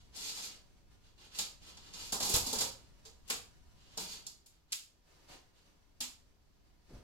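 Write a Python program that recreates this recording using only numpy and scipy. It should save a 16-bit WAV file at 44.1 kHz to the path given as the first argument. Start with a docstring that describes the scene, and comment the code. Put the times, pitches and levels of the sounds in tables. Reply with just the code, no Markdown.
"""A small living room: someone unfolds a metal tent pole about two metres from the microphone.
Sections slide in grains of tiny slips and snap home, pulled by the elastic cord, as dispersed cracks with
noise bodies and ringing tube modes; the loose end swings down, scrapes and clatters. Sleeves rustle as
fluttering noise, a foot lands on the carpet as soft noise thuds with a floor boom, and the bare walls
ring briefly as decaying noise. Floor rumble and a faint hiss lie beneath."""
import sys
import numpy as np
from scipy import signal
from scipy.fft import rfft, irfft, next_fast_len
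from scipy.io import wavfile
from scipy.ndimage import uniform_filter1d

SR = 44100
rng = np.random.default_rng(int(sys.argv[2]) if len(sys.argv) > 2 else 0)


def int16_out(signal):
    """Quantize to a 16-bit WAV file."""
    q = np.round(np.clip(np.atleast_2d(signal).T, -1, 1) * 32767)
    wavfile.write(sys.argv[1], SR, q.astype(np.int16))


N = 310023
TIME = np.arange(N) / SR

# Colour of the room hiss: (frequency [Hz], level [dB])
HISS_COLOUR = [(25, 18), (70, 14.5), (140, 8.5), (300, 7), (500, 2), (1000, -1.5), (2000, -10.5),
               (4800, -8.5), (7000, -15.5), (9500, -27.5), (13000, -16), (15800, -25)]
# Colour of the floor rumble: (frequency [Hz], level [dB])
RUMBLE_COLOUR = [(10, -7.5), (22, -2.5), (58, -1.5), (110, -9.5), (250, -17), (600, -42), (3000, -66.5)]
# How much the person moves, most while swinging the pole round; drives cloth and rumble:
# (time [s], level [dB])
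MOTION = [(0, -4.5), (1.2, -7.5), (2.2, 0.5), (3.1, -5), (4.1, -4), (4.7, -17), (6.0, -11)]
# Colour of rubbing cloth: (frequency [Hz], level [dB])
CLOTH_COLOUR = [(60, 5.5), (250, 1), (600, -2.5), (1200, -5), (3000, -7.5), (6000, -8.5), (10000, -20.5),
                (15800, -27)]
# A sleeve or trouser leg brushing as the person steps aside:
# (time [s], length [s], level [dB], growth from start to end [dB])
BRUSHES = [(5.074, 0.081, -66.5, -6), (5.277, 0.033, -54, 3), (5.552, 0.11, -73.5, 3),
           (6.908, 0.056, -64, -1)]
# Decay of the room: (frequency [Hz], time to fall 60 dB [s])
ROOM_DECAY = [(150, 0.28), (500, 0.4), (1200, 0.39), (3000, 0.34), (7000, 0.32), (13000, 0.29)]
# Pole sliding along pole or through the hand:
# (time [s], length [s], level [dB], growth from start to end [dB], grit [0-1])
STROKES = [(0.005, 0.014, -71, -15, 0.2), (0.154, 0.14, -42.5, 3, 0.2), (0.348, 0.11, -43.5, 0.5, 0.49),
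           (0.52, 0.023, -57, -5, 0.55), (1.037, 0.026, -62.5, -1, 0), (1.184, 0.068, -62, 1.5, 0.7),
           (1.332, 0.055, -46.5, 15, 0.5), (1.628, 0.067, -53, -2.5, 0.67), (1.737, 0.14, -65, 21.5, 0.6),
           (1.932, 0.15, -48, 4.5, 0.36), (2.224, 0.12, -35.5, 1.5, 0.7), (2.423, .11, -42.5, 3, 0.6),
           (2.606, 0.025, -38, -10, .1), (2.786, 0.073, -71, 9, 0.3), (3.289, .03, -57, -7, 0.26),
           (3.77, 0.25, -64, 7.5, 0.4), (3.997, 0.043, -45.5, -2, 0.9), (4.061, 0.063, -46.5, 10.5, 0.87),
           (4.257, 0.011, -58, -2, 0.4), (4.531, 0.022, -72.5, -6.5, 0.6), (4.703, 0.011, -59.5, 2, 0.26),
           (5.313, .012, -55, -7, 0.5), (5.55, 0.12, -76.5, -13.5, 0.07)]
# Colour of firm scraping: (frequency [Hz], level [dB])
SCRAPE_COLOUR = [(100, -14), (300, -12), (600, -15.5), (950, -14.5), (1600, -14.5), (2300, -7), (3200, -3),
                 (4600, 4), (6000, -1.5), (7100, 0), (9500, -14), (11000, -15), (13000, -13.5),
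                 (15800, -28.5)]
# Colour of light rubbing on top of the scrape colour: (frequency [Hz], level [dB])
GENTLE_COLOUR = [(1500, 11.5), (2400, 1.5), (2950, 9.5), (3500, 1.5), (4900, -2.5), (6500, -3), (11000, -6)]
# Nominal modes of the tubes: (frequency [Hz], level [dB], time to fall 60 dB [s])
TUBE_MODES = [(195, -13, 0.096), (468, -7, 0.25), (862, -3, 0.11), (936, -15, 0.058), (1248, -7.5, 0.08),
              (1660, -11, 0.1), (2250, -9, 0.0427), (3180, -19, 0.074), (3475, -0.5, 0.061),
              (4033, -0.5, 0.024), (4730, 13.5, 0.0099), (5080, -6.5, 0.035), (6550, 5.5, 0.17),
              (6740, -3.5, 0.055), (7710, -11, 0.062), (8500, -6.5, .04), (10560, 4, 0.034),
              (11900, -6.5, .04), (12700, -8, 0.047)]
# Joints snapping home and sections knocking together; the free length of pole sets the bending pitch:
# (time [s], level [dB], body [dB], hollow tone at 2 kHz [dB], treble at 12 kHz [dB],
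#  bending mode [Hz], direct sound [dB], left minus right [dB])
SNAPS = [(0.159, -14, -14.5, -15, -8, 900, -7.5, 14), (0.291, -12, -21, -2, -13, 940, -2, 8.5),
         (0.369, -22.5, -1.5, 7, -17, 960, -8, 3.5), (1.386, -1.5, -18, 1, -5, 1225, -2, 0),
         (1.769, -20.5, -13, -1, -15, 950, 0, 0.5), (1.933, -13, -15, -7.5, -19.5, 980, -4, -2.5),
         (2.121, -0.5, -8, -3.5, -2.5, 1011, -4, -1), (2.2, -3, -6, -3, -5.5, 924, -3.5, 1),
         (2.224, -3, -14.5, -5.5, -5, 688, -3, -2.5), (2.245, -8, -5, -5.5, 4.5, 827, -8, 0.5),
         (2.292, -8.5, -4.5, -1.5, 8.5, 393, -3, -1), (2.338, 3, -14, -1, 0, 475, -2.5, 0),
         (2.348, -12, -5, 3.5, -2.5, 876, 2, 1.5), (2.358, -6, -6.5, -0.5, 6.5, 701, 0.5, -2),
         (2.463, -5.5, -7, -12, -3, 890, -2, -2.5), (2.526, -4, -8, -8, -1, 457, -2.5, 0.5),
         (2.549, -10, -8, 6, -2, 750, -6.5, -4), (2.584, -2, -23, -4.5, -6, 980, -1, -1.5),
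         (2.606, -1.5, -9.5, 1, -1.5, 537, -2.5, -2), (3.050, -19.5, -10.5, -0.5, -8, 455, -5.5, -2),
         (3.276, -20.5, -29, 1, -3, 920, -9, 9.5), (3.298, -2.5, -11.5, 8, -1.5, 468, -2, 0.5),
         (3.973, -5.5, -10.5, -5, -8, 924, -1.5, 0.5), (3.997, -19.5, -6, 7.5, 7, 179, -9, 3),
         (4.264, -13.5, -26, -17, -6.5, 934, 2.5, -0.5), (4.459, -31, -20, 1, 2.5, 920, -1, 1),
         (4.721, -6.5, -41, 5, -1, 960, 1, 0.5), (6.004, -4.5, -20, 5, -2.5, 248, -3.5, -0.5)]
# Colour of the sharp contact: (frequency [Hz], level [dB])
CRACK_COLOUR = [(400, -36), (1000, -15), (1800, -13.5), (2800, -1.5), (4200, 3.5), (5300, 4.5), (6100, 1),
                (7100, 7), (8300, -0.5), (9800, -7.5), (11000, -2.5), (13000, -7), (15800, -16)]
# Colour of the dull body under each crack: (frequency [Hz], level [dB])
BODY_COLOUR = [(80, -13), (140, -12), (210, 2), (330, -5.5), (560, -4.5), (850, -0.5), (1300, -5.5),
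               (2200, -14.5), (5000, -25)]
# Dull bumps on the floor:
# (time [s], level [dB], swell time constant [s], decay time constant [s], upper edge [Hz], floor boom [dB])
BUMPS = [(2.208, -15, 0.011, 0.072, 306, -22), (2.341, -6, 0.0026, 0.024, 200, 4.5),
         (2.402, -10.5, 0.0039, 0.082, 151.4, -12), (2.561, -14.5, .01, 0.12, 357, -8),
         (6.891, -17, 0.021, 0.093, 447, -18), (6.938, -14.5, 0.0087, 0.035, 198, -5.5)]
# Colour of the two microphone ports: (frequency [Hz], level [dB])
LEFT_PORT = [(1200, -2.0), (4500, -2.6), (7000, -4.0), (9000, 2.8), (14000, 1.5)]
RIGHT_PORT = [(1200, -2.9), (4500, -1.4), (7000, 0.6), (9000, -1.0), (14000, -0.44)]

PLACES = 4  # radiating places along the pole
HISS_DB, RUMBLE_DB, CLOTH_DB = -71, -55.5, -63  # rumble and cloth: before the motion curve
STROKE_ATTACK_S, STROKE_RELEASE_S = 0.013, 0.023  # time constants
BRUSH_ATTACK_S, BRUSH_RELEASE_S = 0.04, 0.04  # time constants
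BEND_DB = -10  # bending mode at 1 kHz, relative to the body
BEND_DB_PER_OCTAVE = -6.5  # a longer free length bends lower and more strongly
FLOOR_HZ, FLOOR_T60 = 63.6, 0.11  # boom of the floorboards; t60 in seconds
TOP_HZ = 15900


def undb(db):
    """Decibels to gain."""
    return 10 ** (np.asarray(db) / 20)


def unit(x):
    """Scale to an energy of one."""
    return x / np.sqrt(np.sum(x ** 2))


def level(x, db):
    """Scale to an rms level in dB."""
    return x * undb(db) / np.sqrt(np.mean(x ** 2))


def motion():
    """Level of the person's movement over time in dB, joined by straight lines."""
    s, db = np.transpose(MOTION)
    return np.interp(TIME, s, db)


def colour(x, points):
    """Minimum-phase filter with the given (frequency [Hz], level [dB]) outline."""
    size = 8192
    hz, db = np.transpose(points)
    log_hz = np.log(np.arange(size // 2 + 1) * SR / size + 1)
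    gain = undb(np.interp(log_hz, np.log(hz), db))
    # Folding the cepstrum forward makes the response causal.
    cepstrum = irfft(np.log(gain))
    cepstrum[1:size // 2] *= 2
    cepstrum[size // 2 + 1:] = 0
    response = irfft(np.exp(rfft(cepstrum)))
    if x.ndim > 1:
        response = response[None]
    return signal.oaconvolve(x, response, axes=-1)[..., :x.shape[-1]]


def add(track, s, sound):
    """Mix a sound into a track from time s on."""
    i = int(s * SR)
    track[..., i:i + sound.shape[-1]] += sound[..., :N - i]


def walk(rate):
    """Smooth random wander with a spread near one; rate is in new values per second."""
    steps = rng.standard_normal(2048)
    return np.interp(TIME * rate, np.arange(len(steps)), steps)


def ports(size, alike_hz, most=1):
    """Diffuse noise at two microphone ports: most alike in the bass, unrelated in the treble."""
    mid, side = rfft(rng.standard_normal((2, size)))
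    hz = np.arange(len(mid)) * SR / size
    alike = most / (1 + (hz / alike_hz) ** 2)
    shared = mid * np.sqrt(1 + alike)
    opposed = np.array([[1], [-1]]) * side * np.sqrt(1 - alike)
    return irfft(shared + opposed, size)


def hush():
    """The faint hiss of the room: diffuse noise that wavers very slightly."""
    air = ports(next_fast_len(N, real=True), 300)[:, :N]
    waver_db = 0.7 * walk(3.29)
    return level(colour(air, HISS_COLOUR), HISS_DB) * undb(waver_db)


def rumble(alike=0.31):
    """Low rumble of the floor as weight shifts: bass noise partly shared by the two ports."""
    noise = ports(next_fast_len(N, real=True), 130, alike)[:, :N]
    return level(colour(noise, RUMBLE_COLOUR), RUMBLE_DB) * undb(motion())


def stroke(s, length, db, growth_db, attack_s, release_s):
    """Gain of one rubbing movement: it sets in, holds while growing or easing, and dies away."""
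    t = TIME - s
    held = np.clip(t, 0, length)
    edges = np.minimum(t, 0) / attack_s - np.maximum(t - length, 0) / release_s
    swell = undb(db + growth_db * (held / length - 0.5))
    return swell * np.exp(np.maximum(edges, -20))  # the floor keeps later logarithms finite


def rustle(flutter_db=3):
    """Cloth folds rub unevenly as the person moves, and louder in a few brushes."""
    brushes = sum(stroke(*row, BRUSH_ATTACK_S, BRUSH_RELEASE_S) for row in BRUSHES)
    gain = undb(CLOTH_DB + motion()) + brushes
    rubbing = rng.standard_normal(N) * undb(flutter_db * walk(70))
    return level(colour(rubbing, CLOTH_COLOUR), 0) * gain


def room(x, build_s=0.0028, alike_hz=240):
    """Diffuse ring of the room from one place: noise dying at its own speed in each band."""
    t = TIME[:SR // 2]
    noise = rfft(ports(len(t), alike_hz))
    band_hz, t60 = np.transpose(ROOM_DECAY)
    log_hz = np.log(np.linspace(1, SR / 2, noise.shape[-1]))
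    tail = 0
    for share, decay in zip(np.eye(len(t60)), t60):
        band = irfft(noise * np.interp(log_hz, np.log(band_hz), share))
        tail = tail + band * np.exp(-np.log(1000) * t / decay)
    tail = tail * (1 - np.exp(-t / build_s))
    return signal.oaconvolve(x, np.sqrt(2) * unit(tail), axes=-1)[:, :N]


def contact(size, travel_s, return_s, bounce=0.38):
    """A sharp contact runs along the pole, treble first, and keeps returning from the joints."""
    hz = np.arange(size // 2 + 1) * SR / size
    # Bending waves: delay falls with the root of frequency; the given times hold at 4 kHz.
    turn = -4j * np.pi * np.sqrt(4000 * hz)
    arrival = np.exp(turn * travel_s)
    returns = 1 - bounce * np.exp(turn * return_s)
    return unit(irfft(arrival / returns, size))


def ring(t, hz, t60):
    """One decaying mode of unit energy, starting at a random phase."""
    wave = np.sin(2 * np.pi * hz * t + rng.uniform(0, 2 * np.pi))
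    return unit(wave * np.exp(-np.log(1000) * t / t60))


def tube(t, low_db, detune=0.0051, scatter_db=2):
    """Ring of one section: each differs a little, and hard light contacts barely move the low modes."""
    total = 0
    for hz, db, t60 in TUBE_MODES:
        gain = undb(db + scatter_db * rng.normal() + low_db / (1 + (hz / 1500) ** 4))
        total = total + gain * ring(t, hz * (1 + detune * rng.normal()), t60)
    return unit(total)


def slides(grain_rate=700, grit_db=6, return_s=0.0022, tube_db=-11, jerk_db=2, shift_db=3, firm_db=-50):
    """Sliding metal catches in tiny slips (grain_rate per second); grit roughens, firmness brightens."""
    gains = np.array([stroke(*row[:-1], STROKE_ATTACK_S, STROKE_RELEASE_S) for row in STROKES])
    total = gains.sum(axis=0)
    db = 20 * np.log10(total)
    grit = np.array(STROKES)[:, -1] @ gains / total
    firm = 0.5 + 0.5 * np.tanh((db - firm_db) / 6)
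    force = undb(db + jerk_db * walk(60)) / np.sqrt(PLACES)
    out = []
    for _ in range(PLACES):
        at = np.flatnonzero(rng.random(N) < grain_rate / SR)
        signs = rng.choice([-1, 1], N)[at]
        sizes = np.minimum(rng.exponential(size=N)[at], 5)
        slips = np.zeros(N)
        slips[at] = signs * undb(grit_db * grit[at] * sizes)
        # Even out the local power, then let force and a drifting share per place set the level.
        local_rms = np.sqrt(uniform_filter1d(slips ** 2, SR // 20) + 1e-9)
        slips *= force * undb(shift_db * walk(12)) / local_rms
        slips = firm * slips + colour((1 - firm) * slips, GENTLE_COLOUR)
        kick = contact(SR // 8, 0, return_s * rng.uniform(0.6, 1.4))
        kick = unit(colour(kick, SCRAPE_COLOUR))
        ringing = undb(tube_db) * tube(TIME[:SR // 8], -6)
        out.append(signal.oaconvolve(slips, kick + ringing)[:N])
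    return np.array(out)


def near(x, echo_db=-4, echo_s=0.0043):
    """The straight path and a bounce off the nearest wall; each reaches the two ports with its own lag."""
    straight, bounce = rng.integers(0, 20, (2, 2))  # lags in samples
    late = int(echo_s * SR * rng.uniform(0.8, 1.5))
    sides = [np.roll(side, a) + undb(echo_db) * np.roll(side, late + b)
             for side, a, b in zip(x, straight, bounce)]
    return np.array(sides) / np.hypot(1, undb(echo_db))


def snaps(chatter_s=0.008, travel_s=0.0033, return_s=0.0029, uneven_db=-0.46, tube_db=-14,
          bend_t60=0.087, body_s=0.011):
    """Each snap is a quick chatter from several places on the pole; returns room feed and direct sound."""
    spread, direct = np.zeros((2, PLACES, 2, N))
    t = TIME[:SR // 8]
    for s, db, body_db, hollow_db, treble_db, bend_hz, direct_db, pan_db in SNAPS:
        bend_db = body_db + BEND_DB + BEND_DB_PER_OCTAVE * np.log2(bend_hz / 1000)
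        ringing = undb(tube_db) * tube(t, body_db + 16.5)
        ringing = ringing + undb(bend_db) * ring(t, bend_hz, bend_t60)
        pan = np.array([[pan_db], [-pan_db]]) / 2
        gain = undb(db + pan) / np.sqrt(PLACES)
        section_s = return_s * rng.uniform(0.7, 1.3)
        cracks = np.array([contact(len(t), travel_s * rng.uniform(0.6, 1.2), section_s)
                           for _ in range(PLACES)])
        cracks = colour(cracks, CRACK_COLOUR)
        bodies = colour(rng.standard_normal((PLACES, len(t))) * np.exp(-t / body_s), BODY_COLOUR)
        sounds = np.sqrt(PLACES) * (unit(cracks) + undb(body_db) * unit(bodies)) + ringing
        sounds = colour(sounds, [(900, 0.0048), (2000, hollow_db), (4500, 0.012), (12000, treble_db)])
        for turn, place in enumerate(rng.permutation(PLACES)):
            when = s + chatter_s * (turn + rng.uniform(-0.45, 0.15)) / PLACES
            # No two contacts are equally hard.
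            sound = sounds[turn] * gain * undb(uneven_db * rng.normal())
            add(spread[place], when, sound)
            # The person's body hides some joints from the microphone.
            add(direct[place], when, sound * undb(direct_db))
    return spread, direct


def bumps():
    """Soft blows on the carpet: swelling noise thuds; the heavy ones make the floorboards boom."""
    out = np.zeros(N)
    t = TIME[:SR * 3 // 4]
    boom = unit(np.sin(2 * np.pi * FLOOR_HZ * t) * np.exp(-np.log(1000) * t / FLOOR_T60))
    for s, db, swell, length, edge_hz, boom_db in BUMPS:
        push = rng.standard_normal(len(t)) * (1 - np.exp(-t / swell)) * np.exp(-t / length)
        outline = [(20, -6), (58, 0), (edge_hz, -10), (edge_hz * 4, -32), (12000, -80)]
        thud = unit(colour(push, outline))
        add(out, s, undb(db) * (thud + undb(boom_db) * boom))
    return out


def scene(rub_direct_db=-7, bump_room_db=-9, bump_direct_db=-1):
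    """Every place along the pole stirs the room in its own way; bumps also come straight along the floor."""
    spread, direct = snaps()
    floor = bumps()
    pole = 0
    for feed, straight, rub in zip(spread, direct, slides()):
        pole = pole + room(feed + rub) + near(straight + undb(rub_direct_db) * rub)
    person = room(np.tile(rustle() + undb(bump_room_db) * floor, (2, 1)))
    return pole + person + undb(bump_direct_db) * floor + rumble() + hush()


def record(dry):
    """The two microphone ports differ in colour; the top is cut steeply."""
    both = np.array([colour(dry[0], LEFT_PORT), colour(dry[1], RIGHT_PORT)])
    top_cut = signal.ellip(10, 0.2, 70, TOP_HZ, fs=SR, output="sos")
    return signal.sosfilt(top_cut, both)


dry = scene()
out = record(dry)
int16_out(out)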